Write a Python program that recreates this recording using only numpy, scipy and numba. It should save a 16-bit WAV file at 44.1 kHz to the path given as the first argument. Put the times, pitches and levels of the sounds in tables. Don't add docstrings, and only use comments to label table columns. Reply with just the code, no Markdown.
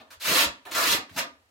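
import sys
import numpy as np
from scipy import signal
from scipy.fft import rfft, irfft
from scipy.io import wavfile
from scipy.ndimage import uniform_filter1d
from numba import njit

SR = 44100
rng = np.random.default_rng(int(sys.argv[2]) if len(sys.argv) > 2 else 0)


def master(y):
    cut = np.clip(np.atleast_2d(y).T, -1, 1)
    pcm = np.round(cut * 32767)
    wavfile.write(sys.argv[1], SR, pcm.astype(np.int16))


def level_to_linear(level):
    exponent = np.asarray(level, float) / 20
    return 10 ** exponent


N = 66150


def colour(x, points):
    f = np.fft.rfftfreq(N, 1 / SR) + 1
    hz, db = np.array(points).T
    gain = level_to_linear(np.interp(np.log(f), np.log(hz), db))
    return irfft(rfft(x) * gain, N)


def unit(x):
    return x / np.sqrt(np.mean(x ** 2))


def band(x, hz, kind):
    return signal.sosfilt(signal.butter(2, hz, kind, fs=SR, output="sos"), x)


def ring(x, modes):
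    t = np.arange(SR // 2) / SR
    ir = np.zeros(len(t))
    for k, (hz, db, t60) in enumerate(modes):
        level = (-1) ** k * level_to_linear(db) / np.sqrt(t60)
        ir += level * np.sin(2 * np.pi * hz * t) * 1000 ** (-t / t60)
    return signal.fftconvolve(x, ir / np.sqrt(np.sum(ir ** 2)))


@njit
def moving_resonance(x, hz, q):
    y, b, l = np.empty(len(x)), 0., 0.
    for i in range(len(x)):
        g = np.tan(np.pi * hz[i] / SR)
        v = (b + g * (x[i] - l)) / (1 + g * (g + 1 / q))
        b, l, y[i] = 2 * v - b, l + 2 * g * v, v / q
    return y


def port_pair(hz, like, size):
    noise = rng.standard_normal((2, size))
    mid, side = band(noise, [hz / 1.5, min(hz * 1.5, 20000)], "band")
    like = np.clip(like, -.99, .99)
    return np.sqrt(1 + like) * mid + np.sqrt(1 - like) * side * np.array([[1], [-1]])


# pitch_hz, level_db
AIR = [(18, -67.5), (30, -25), (95, 6), (124, -22.5), (252, -14.5), (426, -12), (1910, -13), (16000, -35)]
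# pitch_hz, t60_s, left_right_likeness, level_db
ROOM = [(61, 0.18, 0.75, -1), (133, 0.12, 0.89, 1), (271, 0.31, .82, -2.5), (621, 0.25, 0.64, 1),
        (1400, 0.24, -0.56, -2), (3350, 0.21, -0.15, -2.5), (5556, 0.18, -0.29, -1.), (9500, 0.1, 0.6, 1),
        (14500, 0.095, 0.14, -3.5)]


def room_air():
    air = sum(port_pair(hz, like, N) for hz, t60, like, db in ROOM)
    return level_to_linear(-66.5) * unit(colour(air, AIR))


def room(dry):
    hop, size = int(.02 * SR), SR // 3
    gap_s, late_db, late_stretch = .0014, -25, 2.36
    t = np.arange(size) / SR
    onset = 1 - np.exp(-(t / gap_s) ** 2)
    tail = []
    for hz, t60, like, db in ROOM:
        decay = 1000 ** (-t / t60) + level_to_linear(late_db) * 1000 ** (-t / t60 / late_stretch)
        tail.append((port_pair(hz, like, N), level_to_linear(db) * decay * onset))

    wet = np.zeros((2, N + 4 * hop + size))
    padded = np.pad(dry, (hop, 2 * hop))
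    window = np.hanning(2 * hop) ** .5
    for i, at in zip(range(0, N + hop, hop), rng.integers(0, N - size, 80)):
        ir = sum(noise[:, at:at + size] * env for noise, env in tail)
        ir = ir / np.sqrt(np.sum(ir ** 2) / 2)
        piece = padded[None, i:i + 2 * hop] * window
        wet[:, i:i + piece.shape[1] + size - 1] += signal.fftconvolve(piece, ir, axes=1)
    return wet[:, hop:hop + N]


def grains():
    grains_per_s, scatter_db, biggest_db = 9000, 4, 13
    patchy_db, patches_per_s = 1.71, 90
    chance, sign, size = rng.random((3, N))
    size_db = np.minimum(-scatter_db * np.log(size + 1e-9), biggest_db)
    ticks = (chance < grains_per_s / SR) * np.sign(sign - .5) * level_to_linear(size_db)
    k = int(SR / patches_per_s)
    patches = np.repeat(rng.standard_normal(N // 100), k)[:N]
    return unit(ticks * level_to_linear(patchy_db * uniform_filter1d(patches, k // 2)))


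# start_s, hold_s, level_db, tilt_db, free_ring_hz
TOUCHES = [
    (0.105, 0.039, -47.5, 4.5, 1506),
    (0.653, 0.054, -42.5, -2, 736),
    (1.095, 0.0055, -44, -4.5, 1904),
    (1.459, 0.044, -89.5, -8.5, 592),
]


def light_touches():
    attack_s, release_s, sag_db, flex_db = .003, .01, -6.5, -10
    touches = []
    for s, hold, db, tilt, hz in TOUCHES:
        path = [(s - attack_s, -25), (s, 0), (s + hold, sag_db), (s + hold + release_s, -30)]
        touches.append([(at, db + change, tilt, flex_db, hz) for at, change in path])
    return touches


# start_s, drag_level_db, tilt_db (towards the bright edge), tile_flex_db, free_ring_hz
BEFORE = [
    (-.01, -44.5, -12, 3, 700),
    (.022, -54.5, -11.5, 3.9, 704),
    (.035, -71.5, -6.5, 6.7, 800),
    (.09, -65, -14.5, 7.1, 1000),
]
UP = [
    (0.198, -56, 7, -23, 4000),
    (0.21, -41, 5.5, -30, 3090),
    (0.239, -36, 6, -7, 2940),
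    (.256, -31, 7, -5.5, 1400),
    (0.302, -25, 4, 6, 2800),
    (.36, -22, 4, -12, 2960),
    (0.416, -22.5, 4, -7.5, 2840),
    (0.453, -28.5, 5, 0, 3250),
    (.468, -76, -18, 7, 2600),
]
BACK = [
    (.708, -79, 7.5, -4, 3000),
    (0.713, -36, 3, -4, 3000),
    (0.738, -39, 7, 1, 2540),
    (0.755, -26, 3, -9.5, 1200),
    (0.832, -27.5, 5, -3, 1300),
    (0.889, -27, 4.5, -7, 3240),
    (0.927, -23.5, 5.5, -3, 3970),
    (.96, -32.5, 4, 4.5, 900),
    (.995, -48, -1.5, 2.5, 735),
]
FLICK = [
    (1.099, -66.5, 2, 9, 2010),
    (1.158, -54.5, 9, 18, 1500),
    (1.164, -35, 6, 7, 684),
    (1.191, -26, 4.5, -14, 2230),
    (1.211, -36, 2.5, 6.5, 1500),
    (1.25, -55.5, -21, -2, 1266),
    (1.288, -76, 6, 3, 1200),
]


def contacts(t):
    drag, tilt, flex, free_hz = np.zeros(N), np.zeros(N), np.zeros(N), np.full(N, 1636.)
    for rows in light_touches() + [BEFORE, UP, BACK, FLICK]:
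        s, level_db, tilt_db, flex_db, hz = np.array(rows).T
        push = level_to_linear(np.interp(t, s, level_db, left=-200, right=-200))
        on = push > drag
        drag = drag + push
        tilt[on] = np.interp(t, s, tilt_db)[on]
        flex[on] = np.interp(t, s, flex_db)[on]
        free_hz[on] = np.interp(t, s, hz)[on]
    return drag, tilt, flex, free_hz


# pitch_hz, level_db
GRIT = [(30, -17.5), (280, 5.5), (1000, 1), (4000, 8.5), (5500, -1), (9000, -9), (14000, -8),
        (16000, -11.5)]


def bare_grit(sand, drag, tilt, flex):
    body_hz, edge_hz = 850, 4140
    bare = unit(colour(sand, GRIT))
    edge = band(bare, edge_hz, "high") * level_to_linear(1.11 * tilt)
    middle = band(bare, [body_hz, edge_hz], "band")
    body = band(bare, [350, body_hz], "band") * level_to_linear(.67 * flex)
    rumble = level_to_linear(-22) * unit(band(bare, 220, "low")) * level_to_linear(flex)
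    return drag * (edge + middle + body + rumble)


# pitch_hz, level_db, t60_s
BLADE = [(1950, 0, .015), (2190, 0, .015), (2420, 0, .015), (2700, 2, .015), (3000, 0, .015),
         (3330, 0, .015), (3520, 0, .015), (3930, 0, .015), (4300, -2, .012), (4800, -5, .008),
         (5400, -7, .008)]


def blade_ring(drag, tilt, free_hz):
    free_q = 2.8
    damped = level_to_linear(-8) * ring(grains() * drag * level_to_linear(1.02 * tilt), BLADE)[:N]
    drive = grains() * drag * np.sqrt(SR * free_q / np.pi / free_hz)
    return damped + level_to_linear(-4) * moving_resonance(drive, free_hz, free_q)


# pitch_hz, level_db, t60_s
TILE = [(278, 3, 0.037), (185, -15.5, 0.02), (531, -3.5, 0.035), (696, -5.5, 0.038), (930, 0.5, 0.037),
        (1059, 5, 0.013), (1199, 5, 0.02), (1400, 3, 0.017), (1760, 2.5, .03)]


def tile_ring(sand, drag, tilt, flex):
    bending = ring(sand * drag * level_to_linear(flex - 10.5), TILE[:2])
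    plate = ring(grains() * drag * level_to_linear(-.32 * tilt), TILE[2:])
    return level_to_linear(-5.5) * (bending + plate)[:N]


# start_s, level_db, push_s
THUDS = [
    (1.111, -42, 0.0053),
    (0.16, -56, 0.01),
    (0.46, -33, 0.007),
    (0.95, -49.5, 0.0038),
]


def thuds(t):
    bumps = np.zeros(N)
    for s, db, push in THUDS:
        cycle = np.clip((t - s) / push / 2, 0, 1)
        bumps += level_to_linear(db) * np.sin(2 * np.pi * cycle) ** 3
    return bumps


# pitch_hz, level_db, t60_s
LIFTED = [(275, -5.5, 0.25), (554, -9, 0.36), (657.6, 0.5, 0.12), (946, 1, 0.1), (1210, 6.5, 0.23),
          (1950, -17, 0.144), (2210, -14, .14), (2463, -4, 0.1), (3020, -26, 0.14), (3635, -9, 0.11)]


def lifted_blade(t, sand, drag):
    lift_s = 1.14
    return level_to_linear(-7.5) * ring(sand * drag * (t > lift_s), LIFTED)[:N]


def trowel(t):
    sand = grains()
    drag, tilt, flex, free_hz = contacts(t)
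    grit = bare_grit(sand, drag, tilt, flex)
    blade = blade_ring(drag, tilt, free_hz) + lifted_blade(t, sand, drag)
    return grit + blade + tile_ring(sand, drag, tilt, flex)


def scene():
    t = np.arange(N) / SR
    tool, bumps = trowel(t), thuds(t)
    wet = room(tool + level_to_linear(-1) * bumps)
    mix = (tool + bumps + level_to_linear(2.5) * wet) * level_to_linear(-2.5)
    left_right_db = np.array([[-.76], [0]])
    return mix * level_to_linear(left_right_db) + room_air()


def low_pass(x):
    return signal.sosfilt(signal.butter(12, 16790, fs=SR, output="sos"), x)


def record(dry):
    trimmed = band(dry, 50, "high")
    mix = signal.sosfilt(signal.ellip(8, .2, 70, 15950, fs=SR, output="sos"), trimmed)
    return low_pass(mix)


dry = scene()
out = record(dry)
master(out)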